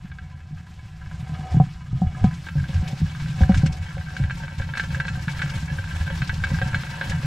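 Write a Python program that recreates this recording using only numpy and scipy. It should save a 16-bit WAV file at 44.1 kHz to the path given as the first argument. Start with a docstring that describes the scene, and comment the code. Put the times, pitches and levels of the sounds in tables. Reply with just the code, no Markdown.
"""Small live crabs scramble in a plastic bucket as a microphone is lowered into it.
Legs patter and scratch on the wall and claws tap it; patter and taps ring the bucket's modes.
The wall booms under the swarm, thuds and swells when knocked, and rustles when rubbed.
Microphone depth changes which modes are heard; the stereo image opens near the swarm."""
import sys
import numpy as np
from scipy import signal
from scipy.io import wavfile

SR = 44100
rng = np.random.default_rng(int(sys.argv[2]) if len(sys.argv) > 2 else 0)


def wrap_up_sound(samples):
    """Save the sound to the file named by the first command line argument, as 16-bit audio."""
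    columns = np.atleast_2d(samples).T
    # keep every value between -1 and 1, then stretch to whole-number steps
    tamed = np.clip(columns, -1, 1)
    steps = np.round(tamed * 32767).astype(np.int16)
    wavfile.write(sys.argv[1], SR, steps)


N = 320158


def amp(db):
    return 10 ** (np.asarray(db) / 20)


def unit_rms(x):
    return x / np.sqrt(np.mean(x ** 2) + 1e-20)


def butter(x, hz, kind="low", order=2):
    return signal.sosfilt(signal.butter(order, hz, kind, fs=SR, output="sos"), x)


def in_time(rows):
    times, *columns = np.transpose(rows)
    return [np.interp(np.arange(N) / SR, times, column) for column in columns]


def at_hz(rows, hz):
    freqs, values = np.transpose(rows)
    return np.interp(np.log(hz), np.log(freqs), values)


def drift(rate_hz):
    """Slow random wander, rms 1."""
    hop = 40
    r = np.exp(-2 * np.pi * rate_hz * hop / SR)
    slow = signal.lfilter([1], [1, -2 * r, r * r], rng.standard_normal(N // hop + 2002))[2000:]
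    return np.interp(np.arange(N) / hop, np.arange(len(slow)), unit_rms(slow))


def ring(clicks, hz, t60_s):
    """One mode: a unit click starts a decaying sine of height 1."""
    r, w = amp(-60 / (t60_s * SR)), 2 * np.pi * hz / SR
    return signal.lfilter([0, np.sin(w)], [1, -2 * r * np.cos(w), r * r], clicks + 1e-18)


def grains(per_s, spread_db):
    """Random touches of uneven size, rms 1."""
    sizes = amp(spread_db * np.minimum(rng.exponential(1, N), 5)) * rng.choice([-1, 1], N)
    return unit_rms(sizes * (rng.random(N) < per_s / SR))


def strikes(times, levels_db):
    clicks = np.zeros(N)
    clicks[np.round(times * SR).astype(int)] = amp(levels_db)
    return clicks


def swell(clicks, rise_s):
    """Envelope: rises to each click's height in rise_s, then fades."""
    r = np.exp(-1 / (rise_s * SR))
    return signal.lfilter([np.e * (1 - r)], [1, -2 * r, r * r], clicks + 1e-18)


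# Swarm activity: t/s, patter level/dB, sliding level/dB
SWARM = [(0.0, -54.5, -58.5), (.4, -54.5, -62), (.93, -56, -57), (1.3, -46, -54), (1.58, -43.5, -52),
         (1.82, -56.5, -57), (2.2, -46.5, -53.5), (2.5, -50.5, -52.5), (2.72, -43.5, -48.5),
         (3.1, -46.5, -50.5), (3.5, -44, -47.5), (3.95, -48, -51), (4.2, -45, -51), (5.1, -43.5, -50.5),
         (5.46, -39.5, -45), (5.8, -43, -47), (6.45, -41, -46), (7.26, -38.5, -45)]


def leg_patter():
    """Feet land on the wall at a wandering rate."""
    patter_db, _ = in_time(SWARM)
    return grains(per_s=350 * amp(3 * drift(7.6)), spread_db=4) * amp(patter_db - 31)


# Scratch spectrum: f/Hz, density/dB
SCRATCH_SPECTRUM = [(250, 3), (400, -42.5), (700, -15.5), (1200, -15), (2400, -15.5), (5000, -20.5),
                    (7400, -25.5), (8500, -34.5), (10500, -35.5), (13500, -36)]
# Scratch left-right likeness: f/Hz, coherence/0-1
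SCRATCH_COHERENCE = [(300, 0.85), (1000, 0.27), (3000, 0.47), (6000, 0.48), (9000, 0.24), (13000, 0.22)]
# Claw skids: t/s, level/dB, top-octave offset/dB
SKIDS = [(1.5189, -41, -30), (2.239, -32, -24), (2.3391, -37, -19), (2.6778, -40, -30),
         (2.7397, -33.5, -26), (2.875, -24.5, -19), (2.9731, -42, -26), (3.2824, -35, -19),
         (3.4915, -34, -21), (3.543, -25.5, -23), (3.572, -25, -20), (3.66, -22.5, -34), (3.7219, -31, -31),
         (4.166, -31, -27), (4.3076, -33, -34), (4.5804, -33.5, -27), (4.6119, -37, -24),
         (4.7711, -29, -26), (4.796, -30, -24), (4.9467, -36, -23), (4.9985, -34, -28), (5.0664, -34, -25),
         (5.083, -31, -28), (5.2919, -32, -16), (5.4176, -31, -32), (5.4959, -30, -20), (5.554, -33.5, -24),
         (6.2736, -31, -24), (6.3375, -34, -25), (6.4388, -29.5, -26), (6.6174, -41, -26),
         (6.7456, -30, -16), (7.012, -41, -24), (7.095, -22.5, -21)]


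def leg_scratch(depth):
    """Pointed legs slide on smooth plastic: dense grains, flaring at each skid, brighter close up."""
    _, sliding_db = in_time(SWARM)
    times, skid_db, top_db = np.transpose(SKIDS)
    rise_s = 0.0055
    flare = swell(strikes(times, skid_db - 12), rise_s)
    top_flare = swell(strikes(times, skid_db + top_db + 1.6), rise_s)
    small_skids = swell(np.abs(grains(per_s=70, spread_db=-2.5)), rise_s)
    sliding = amp(sliding_db + 0.5 + 1.97 * drift(11)) * (1 + 0.18 * unit_rms(small_skids))
    grit = np.sqrt(0.65 + 0.24 * grains(per_s=3600, spread_db=-0.5) ** 2)
    noise = rng.standard_normal((2, 2, N)) * grit
    edges_hz = 250 * 2 ** np.arange(0, 6.1, 0.5)
    out = np.zeros((2, N))
    for k, (low_hz, high_hz) in enumerate(zip(edges_hz, edges_hz[1:])):
        mid, side = butter(noise[k % 2], [low_hz, high_hz], "band")
        hz = np.sqrt(low_hz * high_hz)
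        if low_hz > 7900:
            level = sliding * amp(4 * depth) + top_flare
        else:
            level = sliding + flare * (low_hz > 1900)
        gain = level * amp(at_hz(SCRATCH_SPECTRUM, hz) + 20.5 + 1.6 * drift(26.5))
        coherence = at_hz(SCRATCH_COHERENCE, hz)
        out += gain * (np.sqrt(1 + coherence) * mid + np.sqrt(1 - coherence) * side * [[1], [-1]])
    return out * amp([[0.85], [-0.85]])


# Bucket modes: f/Hz, rim level/dB, bottom level/dB, t60/s, left bias/dB, right lead/rad
BUCKET_MODES = [(546, -18.5, -1.5, 0.093, 1, 0.6), (748.5, -14, -4.5, 0.084, 2, 1.32),
                (908, -22, 0, 0.11, 7, 1.4), (1009, 3.5, -10.5, 0.12, 5, 1.18),
                (1255, 12.5, -24, 0.072, 8, 2), (1361, -10, -12.5, 0.28, -3.5, 1.71),
                (1574, -2.5, 7.5, 0.082, 1.5, -0.7), (1675, 1, 0.5, 0.08, -8.5, -1.1),
                (1740, -16, -10.5, 0.27, 5, 0.5), (1954, -10.5, -5.5, 0.095, -0.5, 1.58),
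                (2120, -2.5, -13.5, .05, -7, 0.5), (2246, -2.5, -4, 0.11, 12, 0.4),
                (2240, -30, -31, .06, -4, -4), (2600, -10.5, -9, 0.13, -4, 1.2),
                (2700, -26.5, -14.5, 0.18, 13, .9), (2922, -6, -14, 0.16, 4.5, 0.6),
                (3146, -14.5, -12, 0.096, 6, 2.2), (3365, -2, -15.5, 0.059, -8, 1.5),
                (3700, -33, -42, .04, 8, 2), (3810, -19, -29, 0.13, 16, 1), (4184, -19, -14.5, 0.2, 0, 1.4),
                (4730, -39, -31, 0.042, 3, -8), (4800, -35, -39, .035, -0.5, -0.5)]


def bucket_ring(depth, rub_db):
    """Patter and taps ring every mode, weighted anew per touch; knocks ring two, rubbing one."""
    hollow_hz, wall_hz = 755, 547
    patter, knocks = leg_patter(), knock_pushes()
    out = np.zeros((2, N))
    for hz, rim_db, bottom_db, t60_s, pan_db, lead_rad in BUCKET_MODES:
        pickup = amp(rim_db + (bottom_db - rim_db) * depth)
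        force = (patter * rng.standard_normal(N) + claw_taps(hz)) * pickup
        if abs(hz / hollow_hz - 1) < 0.1:
            force += knocks + rng.standard_normal(N) * amp(rub_db - 22.5)
        if abs(hz / wall_hz - 1) < 0.1:
            force += knocks * amp(np.interp(depth, [0, 1], [-28.5, 11]))
        mid = ring(force, hz, t60_s)
        quadrature = np.gradient(mid) * SR / (2 * np.pi * hz)
        side = np.tanh(pan_db / 17.4) * mid - np.tan(lead_rad / 2) * quadrature
        out += mid + side * [[1], [-1]]
    return butter(out, 5000)  # shell on plastic is a soft contact


def drumming(modes):
    """Many soft pushes keep the wall's low modes ringing; rms 1."""
    pushes = grains(per_s=370, spread_db=3.5)
    out = np.zeros(N)
    for hz, bandwidth_hz, db in modes:
        t60_s = np.log(1000) / (np.pi * bandwidth_hz)
        out += amp(db) * unit_rms(ring(pushes * rng.standard_normal(N), hz, t60_s))
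    return unit_rms(butter(out, 230, order=3))


# Wall drum modes, upper and lower set: f/Hz, bandwidth/Hz, level/dB
UPPER_WALL_MODES = [(135.8, 15.8, 1.5), (161.6, 11, -0.5), (200, 85, -12.5)]
LOWER_WALL_MODES = [(63.2, 4.9, -3), (83.3, 14.2, 7.5), (35, 25, -23)]
# Steady boom: t/s, upper level/dB, lower level/dB
BOOM = [(0.0, -40.5, -40.5), (.78, -45.5, -42), (1.1, -34.5, -37.5), (1.4, -39, -34.5), (1.78, -39.5, -41),
        (2.0, -31.5, -43), (2.5, -34.5, -38.5), (3.0, -34.5, -40.5), (3.6, -27.5, -30), (3.9, -38.5, -38.5),
        (4.3, -32, -42), (4.7, -31, -36.5), (5.7, -32.5, -33.5), (6.1, -33, -30), (6.65, -28.5, -27),
        (6.95, -33.5, -40), (7.26, -25.5, -32)]
# Low booms of the knocks: t/s, level/dB
KNOCK_BOOMS = [(1.32, -36), (1.52, -28), (1.91, -28.5), (2.011, -18.5), (2.21, -17), (2.561, -22),
               (2.74, -18), (3.02, -20.5), (3.41, -15), (3.53, -13), (3.94, -35.5), (4.21, -25),
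               (4.58, -32), (5.7, -30), (7.09, -31)]


def wall_boom():
    """The wall booms like a drum; knocks swell its upper and lower modes."""
    upper_db, lower_db = in_time(BOOM)
    knock_times, knock_db, *_ = np.transpose(KNOCKS)
    upper = amp(upper_db) + swell(strikes(knock_times, knock_db - 24.5), rise_s=0.018)
    lower = amp(lower_db) + swell(strikes(*np.transpose(KNOCK_BOOMS)), rise_s=0.022)
    return drumming(UPPER_WALL_MODES) * upper + drumming(LOWER_WALL_MODES) * lower


# Knocks on the wall: t/s, level/dB, settled f/Hz, hold/s, ring offset/dB
KNOCKS = [(0.045, -29, 175, 0.014, -28), (0.509, -29, 146, 0.033, -44), (0.829, -29.5, 107, 0.01, -40),
          (1.294, -25, 154, 0.03, -17), (1.319, -29, 140.5, 0.024, -24), (1.392, -20.5, 144, 0.028, -21),
          (1.543, -8, 140, 0.013, -20.5), (1.567, -4.5, 136, 0.011, -39), (1.6, -2, 140, 0.0065, -12),
          (1.929, -13, 118, 0.0066, -34), (2.018, -10.5, 172.8, 0.014, -13),
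          (2.242, -3, 179.6, 0.0054, -17.5), (2.554, -15.5, 140.4, 0.03, -32),
          (2.574, -21.5, 141.5, 0.031, -35), (2.691, -18.5, 156, 0.015, -25), (2.743, -15.5, 73, 0.02, -30),
          (2.826, -20, 163, 0.0092, -37), (2.929, -16, 146, 0.0042, -26), (3.016, -12, 156, 0.026, -34),
          (3.407, -10.5, 169, 0.0073, -17), (3.424, -13.5, 56, 0.026, -18),
          (3.494, -2, 183.3, 0.0088, -18.5), (3.534, -12, 57.7, 0.016, -27),
          (3.633, -4.5, 142, 0.0097, -27.5), (3.659, -10, 152.6, 0.0079, -28.5),
          (3.969, -25.5, 97, 0.017, -13), (4.199, -12, 132.2, 0.021, -36), (4.599, -15, 90, 0.0079, -28),
          (5.434, -20.5, 144.4, 0.016, -24), (5.563, -19.5, 90, 0.022, -30.5),
          (5.714, -20, 149, 0.017, -35), (5.789, -18, 94, 0.012, -29), (6.329, -26, 136, 0.013, -22),
          (6.514, -12, 135, 0.007, -29), (6.615, -16, 116, 0.0078, -17), (6.737, -23, 88, 0.026, -20.5),
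          (7.107, -23.5, 161, 0.057, -19)]


def knock_thuds():
    """A knock flexes the wall, holds during contact, then dies; pitch sags as the wall slackens."""
    out, t = np.zeros(N + SR), np.arange(SR // 2) / SR
    phase_s = t + 0.001008 * (1 - np.exp(-t / 0.0035))
    for start_s, db, hz, hold_s, _ in KNOCKS:
        at = round(start_s * SR)
        t60_s = 0.057 + 1.7 * hold_s
        envelope = amp(db - 3 - 60 * np.maximum(t - hold_s, 0) / t60_s)
        out[at:at + len(t)] += envelope * np.sin(2 * np.pi * hz * phase_s)
    return butter(out[:N], [40, 330], "band")


def knock_pushes():
    """A knock drives the bucket's modes with a soft push of about 1 ms."""
    times, db, _, _, ring_db = np.transpose(KNOCKS)
    return np.convolve(strikes(times, db + ring_db), np.hanning(36) / 13)[:N]


# Claw taps: t/s, level/dB, low-mode offset/dB
TAPS = [(0.1166, -33, -15), (0.186, -31, -24), (1.113, -35, 4), (2.2409, -27, 1), (2.4677, -31, -1),
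        (2.4867, -23.5, -12), (2.599, -33, -20), (2.6408, -31, -21), (3.1502, -28, -21), (3.4154, -25.5, 2),
        (3.4348, -22, -20), (3.5199, -26, -10), (3.5444, -18.5, -9), (3.6621, -27.5, -12), (3.98, -30, -13),
        (4.1658, -22.5, -22), (4.2385, -25.5, -19), (4.2981, -25, -14), (4.3075, -20, -16),
        (4.4255, -38, -11), (4.4482, -34, -19), (4.4808, -28, -22), (4.596, -28.5, -8), (4.6199, -27, -17),
        (4.7374, -22.5, -27), (4.7533, -21.5, -26), (4.7724, -16, -19), (4.797, -13.5, -32),
        (4.8372, -22.5, -7), (4.9464, -21.5, -18), (5.0005, -16.5, -24), (5.052, -25.5, 0),
        (5.0815, -19.5, -23), (5.2813, -17.5, -17), (5.3928, -21.5, -24), (5.4184, -13, -28),
        (5.4608, -26.5, -21), (5.4943, -25, -20), (5.7864, -25, -20), (5.8411, -30, -17),
        (5.8744, -31, -16), (6.0776, -37, -9), (6.101, -28, -1), (6.2196, -17, -22), (6.2943, -15, -15),
        (6.4384, -14.5, -24), (6.4706, -24, -14), (6.544, -25, -16), (6.5869, -23.5, -9),
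        (6.616, -18.5, -14), (6.6876, -31, -12), (6.7316, -24.5, -23), (6.745, -14.5, -16),
        (6.8352, -23, -8), (6.8673, -27.5, -10), (7.012, -17, -5)]


def claw_taps(mode_hz):
    """Force on one mode: each tap lands elsewhere and rolls on, so the modes start apart."""
    times, db, low_db = np.transpose(TAPS)
    place_db = 3 * rng.standard_normal(len(times))
    roll_s = rng.uniform(0, 0.0012, len(times))
    return strikes(times + roll_s, db - 17 + place_db + (mode_hz < 1150) * (low_db + 5))


# Claw shell modes: f/Hz, level/dB, t60/s
CLAW_MODES = [(1607, -2, 0.025), (2170, -11, 0.0086), (3560, -18.5, 0.012)]


def claw_clicks():
    """Each tap also clicks in the claw itself, short and broad, and bounces twice."""
    times, tap_db, _ = np.transpose(TAPS)
    delays_s = rng.uniform(0.001973, 0.0051, (len(times), 2)).cumsum(axis=1)
    losses_db = rng.uniform(1.25, 8, (len(times), 2)).cumsum(axis=1)
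    hits = strikes(times, tap_db + 1)
    for delay_s, loss_db in zip(delays_s.T, losses_db.T):
        hits -= strikes(times + delay_s, tap_db - loss_db)
    clicks = sum(amp(db) * ring(hits, hz, t60_s) for hz, db, t60_s in CLAW_MODES)
    return butter(clicks, [1000, 5000], "band")


# Drags on the wall: release t/s, level/dB, growth/(dB/s)
DRAGS = [(1.54, -40.5, 43), (2.04, -43.5, 167), (2.24, -45, 59), (2.91, -43, 70), (3.44, -44.5, 97),
         (3.74, -47, 56), (4.25, -52.5, 25), (5.17, -49, 150), (6.7, -52, 28), (7.12, -47, 120)]


def drag_level_db():
    """Each drag grows until it lets go, then falls quickly to a faint floor."""
    floor_db, fade_db_per_s = -63.5, 151
    t, level_db = np.arange(N) / SR, np.full(N, floor_db)
    for release_s, db, growth_db_per_s in DRAGS:
        slope = np.where(t < release_s, growth_db_per_s, -fade_db_per_s)
        level_db = np.maximum(level_db, db + slope * (t - release_s))
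    return level_db


def rubbing(rub_db):
    """Dull rustle of a hand or strap dragged on the wall."""
    rustle = butter(rng.standard_normal(N), [260, 700], "band")
    return unit_rms(rustle) * amp(rub_db - 9.5)


# Microphone path: t/s, depth/0-1 (rim to bottom), stereo width/0-1
DESCENT = [(0, 0.48, 0), (1.3, 0.36, 0.01), (1.6, 0.25, 0.12), (2.25, 0.24, 0.29), (2.5, 0.85, 0.38),
           (3.1, .55, 0.59), (4.5, 0.88, 0.73), (7.26, 0.81, 0.77)]


def scene():
    """Wall and crabs in mid-side stereo, widening along the microphone's path."""
    depth, width = in_time(DESCENT)
    rub_db = drag_level_db()
    wall = wall_boom() + knock_thuds() + rubbing(rub_db)
    left, right = claw_clicks() + bucket_ring(depth, rub_db) + leg_scratch(depth)
    wall_side = amp(-43) * np.roll(wall, 240)  # reaches the two microphone ports unequally
    mid = (left + right) / 2 + wall
    side = (left - right) / 2 + wall_side
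    return mid + side * width * [[1], [-1]]


def record(dry):
    """Peaks are rounded, the microphone dulls the highest air, the top is cut."""
    rounded = np.tanh(dry / 0.89) * 1.044
    top_cut = signal.ellip(12, 0.5, 70, 15700, fs=SR, output="sos")
    return signal.sosfilt(top_cut, butter(rounded, 12000))


dry = scene()
out = record(dry)
wrap_up_sound(out)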